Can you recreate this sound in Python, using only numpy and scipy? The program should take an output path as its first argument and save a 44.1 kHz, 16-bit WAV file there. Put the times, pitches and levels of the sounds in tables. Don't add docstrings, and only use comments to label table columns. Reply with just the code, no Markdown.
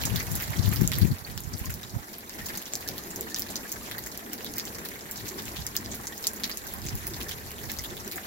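import sys
import numpy as np
from scipy import signal
from scipy.fft import rfft, irfft, next_fast_len
from scipy.io import wavfile
from scipy.ndimage import uniform_filter1d

SR = 44100
rng = np.random.default_rng(int(sys.argv[2]) if len(sys.argv) > 2 else 0)


def volts_from_decibels(level):
    exponent = np.asarray(level, float) / 20
    return 10 ** exponent


def inscribe(sig):
    pcm = np.round(np.clip(np.atleast_2d(sig).T, -1, 1) * 32767)
    wavfile.write(sys.argv[1], SR, pcm.astype(np.int16))


N = 364266

# start_s, rain_db, rumble_db
RAINFALL = [(0.0, -38.5, -47), (0.82, -40, -43.5), (1.25, -46, -49.5), (2.15, -46.5, -46),
            (2.3, -46.5, -53), (2.52, -41, -53), (2.65, -46, -50.5), (3.1, -43, -45.5),
            (3.45, -44.5, -45.5), (3.7, -42.5, -45.5), (4.4, -45.5, -46), (4.62, -43.5, -46),
            (5.07, -45, -46), (5.38, -43, -45), (6.1, -43.5, -47), (6.9, -43.5, -45.5), (7.22, -43, -47),
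            (8.25, -44, -47.5)]
# freq_hz, level_db (per Hz)
RAIN_COLOUR = [(300, -0.5), (520, -3.5), (800, 0), (1260, -1), (1800, 0), (2700, -9.5), (4500, -7.5),
               (5500, -8), (7500, -6.5), (8150, -13.5), (10000, -10), (12500, -4.5), (15600, -10.5),
               (17000, -24)]


def evened(x):
    return x / np.sqrt(np.mean(x ** 2, axis=-1, keepdims=True) + 1e-20)


def read(points, hz):
    f, value = np.transpose(points)
    return np.interp(np.log(hz + 1), np.log(f + 1), value)


def curve(rows, column=1):
    rows = np.asarray(rows, float)
    return np.interp(np.arange(N) / SR, rows[:, 0], rows[:, column])


def add(mix, s, sound):
    part = mix[:, max(round(s * SR), 0):][:, :sound.shape[1]]
    part += sound[:, :part.shape[1]]


def humps(rows):
    fall_db = 17.5
    t, power = np.arange(0, N, 64) / SR, 0
    for s, peak_db, half_s in rows:
        distance = abs(t - s) / max(half_s, 0.01)
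        power = power + volts_from_decibels(2 * (peak_db - fall_db * distance))
    return np.interp(np.arange(N) / SR, t, power)


def drips(rows, grain_db, tail_t60):
    # delay_s, level_db
    wall_echoes = [
        (.0055, -7),
        (.009, -13),
        (.017, -16),
    ]
    slap_q, skirt = 2.9, 0.42
    fizz_from_hz, fizz_gain_db = 9240, 8.5
    s, slap_db, slap_hz, fizz_db, splash_db = np.transpose(rows)
    count, size = len(s), 2048
    t, hz = np.arange(size) / SR, np.fft.rfftfreq(size, 1 / SR) + 1
    noise = rng.standard_normal((count, 3, size))

    crack = 0.55 * noise[:, :1] * np.exp(-t / 0.0005)
    crack[..., 0] = 1.2
    lag_s = 0.0004 * rng.random((count, 1, 1)) * np.array([[0], [1]])

    echo_s = np.transpose(wall_echoes)[0] * rng.uniform(0.91, 1.186, (count, 1, len(wall_echoes))) + 0.001
    echoes = 0
    for k, (_, db) in enumerate(wall_echoes):
        echoes = echoes + volts_from_decibels(db) * np.exp(-((t - echo_s[..., [k]]) / 0.00077) ** 2)
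    swell = (1 - np.exp(-t / 0.00051)) * volts_from_decibels(-60 * t / tail_t60) * (1 - t / t[-1])
    spray = volts_from_decibels(2.2 * rng.standard_normal((count, 1, size // 32))).repeat(32, axis=2)
    splash = spray * noise[:, 1:] * (swell + volts_from_decibels(10.0) * echoes) * volts_from_decibels(splash_db - 5)[:, None, None]

    crack_spectrum = rfft(crack) * np.exp(-2j * np.pi * hz * (lag_s + 0.0005))
    splash_spectrum = rfft(splash) * volts_from_decibels(-3.0 * hz / 10000)
    z = np.array([crack_spectrum, splash_spectrum])
    grain = evened(uniform_filter1d(rng.standard_normal((count, len(hz))), size=46, axis=1))
    colour_db = read(RAIN_COLOUR, hz)
    z *= volts_from_decibels(grain_db * grain + colour_db - uniform_filter1d(colour_db, size=330))[:, None]

    tune = hz / slap_hz[:, None]
    detuning = 1j * slap_q * (tune - 1 / tune)
    slap = 1 / (1 + detuning / 3) * (skirt + 1 / (1 + detuning)) / (1 + (hz / 9000) ** 6)
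    fizz = 1 / (1 + (fizz_from_hz / hz) ** 6) + 0 * tune
    sounds = 0
    for shape, db in ((slap, slap_db), (fizz, slap_db + fizz_db + fizz_gain_db)):
        blow, tail = irfft(z * shape[:, None], size)
        peak = abs(blow).max(axis=2).mean(1)
        sounds = sounds + (blow + tail) * (volts_from_decibels(db) / peak)[:, None, None]
    out = np.zeros((2, N))
    for start, sound in zip(s, sounds):
        add(out, start, sound)
    return out


def eave_drips():
    # start_s, slap_peak_db, slap_pitch_hz, fizz_db
    # (against slap), splash_db
    earlier = [(0.0361, -21, 2630, -8, -18.5), (0.0529, -17.5, 7460, -4, -16.5),
               (0.159, -17.5, 4230, -7, -16), (0.2685, -31, 5950, -13, -17), (0.316, -31, 7640, 5, -13),
               (0.3535, -27, 6100, 6.5, -15), (0.4234, -33, 6210, 11, -17), (0.5671, -29, 5750, -7, -14),
               (0.6601, -24.5, 3540, -3, -15), (0.7362, -29, 5690, 5, -15), (0.7598, -21, 4450, -4, -15),
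               (0.812, -25, 5850, -1, -16), (0.8757, -11.5, 7060, -10, -23.5),
               (0.9173, -16.5, 2830, -11, -17.5), (0.9543, -22.5, 4000, -8, -18),
               (1.067, -33.5, 7440, -2, -10.5), (1.117, -32.5, 4400, -5, -13), (1.2471, -41, 4300, -20, -24),
               (1.3766, -20, 4200, -9, -25), (1.436, -34, 7510, -5, -17), (1.4681, -44, 5890, -15, -25),
               (1.5813, -42, 7380, 9, -15), (1.6575, -26.5, 5030, -6, -16.5), (1.703, -34, 7600, -5, -8.5),
               (1.8136, -39, 7390, -4, -18), (1.8312, -28, 3770, -10, -18), (1.895, -37, 4570, -7, -20),
               (2.0837, -35, 5330, -14, -20), (2.132, -35, 5150, -3, -13), (2.2752, -50, 3940, -18, -22),
               (2.2947, -29, 4810, -4, -20), (2.3321, -37, 6200, -5, -12), (2.4606, -27.5, 6400, -5, -16),
               (2.5092, -38, 3950, -7, -25), (2.5738, -27, 6040, 2, -17), (2.6559, -29, 5780, -10, -20),
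               (2.7356, -15, 7300, -19, -20), (2.7535, -17.5, 5340, -4, -20),
              (2.8762, -23.5, 5030, -7, -15.5), (2.9804, -28.5, 4000, 0, -15),
              (3.0373, -30, 7260, -13, -20), (3.1052, -29.5, 7610, -7, -14), (3.1597, -25, 6200, -2, -16),
              (3.209, -26.5, 7620, 3, -18), (3.3, -36, 7060, -3, -9), (3.3443, -15, 5330, -21, -23),
              (3.3613, -22.5, 3930, -8, -14.5), (3.3945, -27, 6300, 7.5, -16),
              (3.4205, -21.5, 4890, -4, -20), (3.4857, -35, 4030, -8, -10), (3.5562, -18, 5230, -12, -17),
              (3.693, -36, 5110, 4, -18), (3.718, -23.5, 6500, -1, -14.5), (3.9124, -23, 3600, -4, -14),
              (3.982, -28.5, 4190, 1, -14), (4.0383, -26.5, 5840, -13, -21),
              (4.0624, -28.5, 7000, -2, -10.5), (4.1166, -30, 5750, -10, -16), (4.175, -33, 5290, 5.5, -19),
              (4.2618, -52, 5590, -5, -20), (4.327, -34.5, 3060, -3, -14.5), (4.4078, -30, 2550, -13, -24),
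              (4.4454, -28, 3720, 2, -19), (4.4633, -28.5, 3770, -16, -14), (4.538, -27, 6000, -6, -27),
              (4.559, -38, 5040, 8, -12), (4.5826, -21, 4700, 0, -19), (4.6527, -27, 6400, -8, -16),
              (4.7472, -30.5, 5660, -5, -14.5), (4.7851, -28.5, 6000, -11, -23),
              (4.851, -35.5, 3600, -1, -9), (4.887, -32, 4960, 6, -23), (4.9193, -47, 6230, -3, -20),
              (4.9916, -34, 3750, -9, -15), (5.009, -33, 6340, -14, -20), (5.1116, -29.5, 7230, 6.5, -15.5)]
    # start_s, slap_peak_db, slap_pitch_hz, fizz_db, splash_db
    late = [(5.113, -41, 7220, 3, -21), (5.158, -30.5, 5100, -7, -14), (5.2802, -30.5, 5970, -5, -6.5),
            (5.3834, -33, 5450, -10, -10), (5.454, -28, 7200, -11, -19), (5.487, -34.5, 7400, -14, -8),
            (5.518, -34, 5290, -11, -18), (5.666, -18.5, 5760, -3.5, -22.5), (5.753, -28.5, 3000, -3, -17),
            (5.7655, -13, 6200, -0.5, -26), (5.86, -21, 4740, -25, -27), (5.915, -29, 6650, -14, -13.5),
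            (6.056, -34, 6980, -6, -17), (6.0696, -22, 7280, -8, -15.5), (6.1784, -28, 7060, -5, -21),
            (6.2268, -34, 7790, 1, -16), (6.24, -20.5, 3940, -9, -14.5), (6.2692, -6.5, 6900, -8.5, -22),
            (6.334, -40, 6480, 14, -20), (6.4353, -18, 4100, -9, -12.5), (6.4956, -26, 2800, -2, -11),
            (6.5724, -22, 6200, -7, -15.5), (6.6684, -34, 5400, 2, -12), (6.8176, -30, 3960, -10, -16),
            (6.8642, -24, 6950, -15, -12), (6.9534, -32.5, 5250, 9, -19), (7.0688, -29.5, 5350, 7, -13.5),
            (7.1358, -27.5, 4030, -13, -12.5), (7.2923, -26, 4890, -6, -20),
            (7.312, -26.5, 3280, -5, -10.5), (7.3876, -48, 5560, -11, -30), (7.4635, -37, 5450, -10, -13),
            (7.5162, -31, 5400, -4, -17), (7.653, -35, 5490, -12, -16), (7.699, -25, 3600, -17, -20),
            (7.717, -26.5, 5270, 3, -20), (7.787, -20, 5550, -11, -16.5), (7.8387, -31.5, 3570, 0, -12),
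            (8.0776, -28.5, 5700, 0, -20), (8.1143, -27, 4240, -4, -13)]
    # start_s, slap_peak_db, slap_pitch_hz, fizz_db, splash_db
    leaves = [(0.2284, -37, 7380, 10, -22), (0.5044, -34, 6310, 5, -25), (0.691, -39, 2250, 15, -30),
              (0.9338, -21.5, 3760, -6, -16), (0.9854, -29, 2400, 12, -19), (1.4047, -39.5, 6740, 10, -22),
              (1.5937, -34.5, 7380, 3, -20), (1.7397, -30, 5180, 3, -16), (2.1836, -40.5, 2690, 9, -14),
              (2.8876, -18, 4730, -6, -19), (3.3857, -28, 6960, 2, -22), (3.5024, -32, 7450, 1, -16),
              (3.565, -29, 7520, 0, -30), (3.899, -38, 3530, -2, -17), (4.3322, -26, 5630, 1.5, -18.5),
              (4.5687, -31, 5180, 1, -27), (4.597, -20, 4650, -11, -20), (4.6787, -29, 3730, -12, -19),
              (5.255, -33, 3780, -6, -17), (5.8477, -32, 5140, -24, -15), (5.9464, -33, 5270, 3, -12),
              (6.4617, -35, 3070, 3, -26), (6.4768, -27, 2630, -9, -25), (6.5144, -24.5, 5140, -19, -14),
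              (6.738, -46, 2330, 21, -22), (6.886, -24, 5300, -15, -19), (7.7384, -45, 5170, 15, -26),
              (8.159, -32.5, 7610, 2, -10)]
    return drips(np.vstack([earlier, late, leaves]), grain_db=2.0, tail_t60=0.41)


def plops(rows, cycles):
    out = np.zeros((2, N))
    for (s, db, hz), twin in zip(rows, rng.uniform(0.93, 0.98, len(rows))):
        t = np.arange(0, cycles / hz, 1 / SR)
        turns = hz * (t[None] - [[0], [0.00006]])
        turns = turns * (1 + 0.00063 * turns)
        ring = np.sin(2 * np.pi * turns) + 1.43 * np.sin(2 * np.pi * twin * turns)
        decay = volts_from_decibels(db - 60 * hz * t / cycles)
        add(out, s, decay * (1 - np.exp(-hz * t / 9.8)) * ring)
    return out


def near_bubbles():
    # start_s, peak_db, pitch_hz
    puddle_bubbles = [(0.562, -39, 3240), (1.113, -39, 4430), (1.248, -33, 4450), (1.834, -35.5, 3850),
                      (1.986, -50, 847), (2.276, -47, 3950), (2.411, -38.5, 1856), (2.498, -50, 3900),
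                      (2.859, -41, 1740), (3.316, -41, 1780), (3.361, -41, 1830), (3.396, -47, 3100),
                      (3.648, -40, 1706), (3.915, -52, 3550), (3.977, -37, 1970), (4.316, -46, 3070),
                      (4.458, -39, 3740), (4.481, -50, 2180), (4.842, -45, 1800), (4.957, -42, 2210),
                      (6.122, -39, 1870), (6.436, -32, 4630), (6.521, -40, 4600), (7.262, -40, 1800),
                      (7.307, -38, 3200), (7.791, -39, 2100), (7.853, -33.5, 3630), (8.11, -45, 4330),
                      (8.165, -47, 754)]
    # start_s, peak_db, pitch_hz
    drain_gurgles = [
        (1.639, -44, 1050),
        (5.308, -40.5, 376),
        (7.637, -56, 960),
        (7.889, -46.5, 373),
    ]
    return plops(puddle_bubbles + drain_gurgles, cycles=100.0)


def far_bubbles():
    u = rng.random((160, 3))
    rows = np.column_stack([u[:, 0] * N / SR, -53 + 8 * u[:, 1], 800 + 2200 * u[:, 2]])
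    return plops(rows, cycles=90.0)


def patter(count, size_db, spread_db):
    u = rng.random((count, 3))
    start_s = u[:, 0] * N / SR
    peak_db = size_db - spread_db * np.log(u[:, 1] + 0.056)
    pitch_hz = 1800 * 4 ** u[:, 2]
    fizz_and_splash_db = np.clip(rng.standard_normal((count, 2)), -2, 1) * [5, 4] + [-5, -11]
    rows = np.column_stack([start_s, peak_db, pitch_hz, fizz_and_splash_db])
    return drips(rows, grain_db=2.5, tail_t60=0.24)


def ticks(per_s, spread_db):
    size = volts_from_decibels(spread_db * np.minimum(rng.exponential(1, (2, N)), 5))
    size *= rng.random((2, N)) < per_s / SR
    size *= rng.choice([-1., 1.], (2, N))
    hz = np.fft.rfftfreq(256, 1 / SR)
    bass_cut_db = 12 * np.log2(1 + (1800 / (hz + 1)) ** 2)
    tap = np.roll(irfft(volts_from_decibels(read(RAIN_COLOUR, hz) - bass_cut_db)), 128) * np.hanning(256)
    both_ports = size + 0.12 * np.roll(size[::-1], 12, axis=1)
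    return evened(signal.oaconvolve(both_ports, tap[None], "same", axes=1))


def wash(spectrum, patchy_db, flicker_db, size):
    # freq_hz, likeness (0-1)
    port_likeness = [(60, 0.2), (250, 0.82), (450, 0.84), (750, 0.25), (1200, 0.79), (2500, 0),
                     (5000, 0.37), (15000, 0)]
    frames, hz = 4 * N // size + 5, np.fft.rfftfreq(size, 1 / SR)
    a, b, c, d, patches = rng.standard_normal((frames, len(hz), 5)).T
    patches = evened(uniform_filter1d(uniform_filter1d(patches, size=8, axis=0), size=10, axis=1))
    flicker = evened(uniform_filter1d(rng.standard_normal(frames), size=4))
    same = np.clip(read(port_likeness, hz), 0, 1)[:, None]
    late = np.exp(-2j * np.pi * 0.00058 * np.maximum(hz - 520, 0))[:, None]
    left = a + 1j * b
    right = late * same * left + np.sqrt(1 - same ** 2) * (c + 1j * d)
    z = np.array([left, right])
    z *= volts_from_decibels(read(spectrum, hz)[:, None] + patchy_db * patches + flicker_db * flicker)
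    return evened(signal.istft(z, nperseg=size, noverlap=3 * size // 4)[1][:, :N])


def yard_rumble():
    # freq_hz, level_db (per Hz)
    yard_colour = [(120, -17.5), (180, -6), (212, 0.5), (245, -4.5), (290, -6), (325, -4), (370, -4.5),
                   (440, -8), (520, -13.5), (800, -14), (1200, -54)]
    # start_s (of the peak), peak_db, half_length_s
    brief_swells = [(2.381, -42, 0.064), (2.53, -43.5, 0.12), (2.751, -40, 0.062), (2.905, -42.5, 0.12),
                    (3.199, -42.5, 0.18), (3.408, -47, 0.082), (3.509, -41, 0.061), (3.96, -52, 0.14),
                    (4.069, -52, 0.044), (4.269, -46, 0.168), (4.515, -46, 0.23), (4.687, -46.5, 0.2),
                    (5.367, -44.5, 0.3), (5.882, -41.5, 0.18), (6.012, -44, 0.043), (6.956, -47, 0.06),
                    (7.221, -41.5, 0.099), (7.92, -39.5, 0.077), (8.069, -41.5, 0.058), (8.164, -40, 0.045)]
    swelling = np.sqrt(volts_from_decibels(2 * (curve(RAINFALL, column=2) - 1.0)) + humps(brief_swells))
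    return swelling * wash(yard_colour, patchy_db=2.5, flicker_db=0.66, size=2048)


def eddies():
    eddy_s = 0.046
    t = np.arange(0, N / SR + eddy_s, eddy_s / 4)
    lumps = np.convolve(rng.standard_normal(1500), np.hanning(7), "same")[:len(t)]
    return np.interp(np.arange(N) / SR, t, evened(lumps))


def gusting(gusts, lumps):
    # start_s, level_db
    steady_air = [(0.0, -54), (1.1, -57), (1.2, -68), (2.0, -56.5), (2.28, -51), (2.4, -58), (2.65, -55.5),
                  (2.92, -52), (3.6, -59), (3.95, -49), (4.2, -56), (4.76, -50.5), (5.1, -52), (5.25, -51),
                  (5.9, -42), (6.2, -55), (6.6, -62), (8.25, -50)]
    # start_s (of the peak), peak_db, half_length_s
    light_puffs = [(2.423, -47, 0.14), (2.545, -47, 0.046), (2.914, -44.5, 0.18), (3.186, -47, 0.2),
                   (3.398, -48.4, 0.132), (3.506, -49.2, 0.07), (3.606, -48.5, 0.066), (3.777, -46, 0.068),
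                   (3.942, -47, 0.14), (4.037, -45, 0.094), (4.156, -54, 0.054), (4.51, -49.5, 0.25),
                   (4.764, -46.9, 0.14), (4.954, -58, 0.199), (5.228, -45, 0.152), (5.333, -53, 0.064),
                   (5.473, -42.5, 0.12), (5.602, -44.5, 0.17), (5.863, -49, 0.06), (6, -45, 0.06),
                   (6.307, -50.4, 0.075), (6.412, -54, 0.159)]
    eddy_db = 1
    air_power = volts_from_decibels(2 * (curve(steady_air) - 6 + eddy_db * lumps))
    return 10 * np.log10(air_power + humps(gusts + light_puffs))


def port_winds():
    # start_s (of the peak), peak_db, half_length_s
    left_gusts = [(.05, -28.5, 0.11), (.14, -20, 0.079), (.33, -26, 0.12), (.5, -33.5, .06),
                  (.594, -15, 0.029), (.68, -16, 0.083), (.823, -14.5, 0.069), (.928, -36, 0.072),
                  (1.038, -10, 0.051), (1.11, -18, 0.025), (1.287, -39, 0.034), (1.382, -47, 0.056),
                  (1.546, -23, 0.02), (1.62, -35, 0.036), (1.69, -30, 0.091), (1.956, -32, 0.019),
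                  (2.434, -49, 0.073), (5.24, -36.5, 0.024), (5.627, -39, 0.04), (5.862, -42, .15),
                  (6.445, -52, 0.18), (6.715, -45, 0.032), (6.87, -35, 0.035), (6.949, -26.5, 0.027),
                  (7.18, -39.5, 0.32), (7.47, -42.5, 0.2), (7.638, -51, 0.024), (7.8, -37, 0.063),
                  (8.0, -43, 0.19), (8.166, -50, 0.03)]
    # start_s (of the peak), peak_db, half_length_s
    right_gusts = [(.115, -39, 0.38), (.35, -39, 0.36), (.504, -27, 0.054), (.654, -34, .15),
                   (.743, -33, .1), (.908, -27, 0.069), (.968, -23.5, 0.042), (1.028, -26, 0.043),
                   (1.127, -20, 0.024), (1.22, -40, 0.078), (1.307, -31, 0.027), (1.37, -31.5, 0.073),
                   (1.477, -29.5, 0.066), (1.616, -27, 0.0088), (1.69, -29, 0.03), (1.755, -35, 0.076),
                   (1.856, -40, 0.035), (1.965, -23.5, 0.04), (2.434, -37.5, 0.065), (5.602, -31.5, 0.046),
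                   (6.71, -54, 0.13), (6.86, -34, 0.16), (6.944, -28.5, 0.04), (7.1, -40, 1),
                   (7.3, -45, .1), (7.673, -36.5, 0.13), (7.807, -33, 0.026), (7.9, -40, .08)]
    lumps = eddies()
    return np.array([gusting(left_gusts, lumps), gusting(right_gusts, lumps)])


def wind(levels_db):
    # freq_hz, level_db (per Hz)
    breeze_colour = [(15, -50), (35, -10), (60, 0.5), (78, -3.5), (100, -1.5), (140, -8), (250, -18),
                     (600, -42.5)]
    # freq_hz, level_db (per Hz)
    gust_colour = [(15, -46), (35, -23), (60, -5), (108, 3), (200, -8), (300, -25), (500, -34), (900, -53)]
    size = next_fast_len(N)
    hz = np.fft.rfftfreq(size, 1 / SR)
    white = rfft(rng.standard_normal((3, size)))
    calm = evened(irfft(white * volts_from_decibels(read(breeze_colour, hz)))[:, :N])
    gust = evened(irfft(white * volts_from_decibels(read(gust_colour, hz)))[:, :N])
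    shared = np.clip((-24.5 - levels_db.max(0)) / 14, 0, 0.8)
    strong = np.clip((levels_db + 41.5) / 16, 0, 1)
    calm = np.sqrt(shared) * calm[2] + np.sqrt(1 - shared) * calm[:2]
    air = (1 - strong) * calm + strong * gust[:2]
    air = evened(air / (uniform_filter1d(air ** 2, size=1500, axis=1) + 0.05) ** 0.49)
    push = air * volts_from_decibels(levels_db)
    return signal.lfilter(*signal.butter(2, 35, "high", fs=SR), push - 2.23 * push ** 2)


def scene():
    levels_db = port_winds()
    rain_db = curve(RAINFALL, column=1)
    near = volts_from_decibels(2.5) * eave_drips() + volts_from_decibels(6.0) * near_bubbles()
    small = volts_from_decibels(rain_db + 46.5) * (patter(count=400, size_db=-42.5, spread_db=3.5) + far_bubbles())
    far = volts_from_decibels(rain_db + 0.5) * wash(RAIN_COLOUR, patchy_db=2.5, flicker_db=0.5, size=256)
    far = far + volts_from_decibels(rain_db - 17.5) * ticks(per_s=230, spread_db=10.5)
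    excess_db = uniform_filter1d(np.maximum(levels_db + 39, 0), size=20000, axis=1)
    lean = volts_from_decibels(-0.3 * (excess_db - excess_db.mean(0)) + [[-0.3], [0.3]])
    shut = volts_from_decibels(2.8 * np.clip(levels_db + 60.0, -25, 0))
    return (far + small + near) * lean + shut * yard_rumble() + wind(levels_db)


def low_pass(x):
    return signal.sosfilt(signal.butter(12, 16980, fs=SR, output="sos"), x)


def record(dry):
    edge = signal.firwin(767, 15950, window=("kaiser", 3), fs=SR)
    soft = 0.9 * np.tanh(dry / 0.9)
    mix = signal.oaconvolve(soft, edge[None], "same", axes=1)
    return low_pass(mix)


dry = scene()
out = record(dry)
inscribe(out)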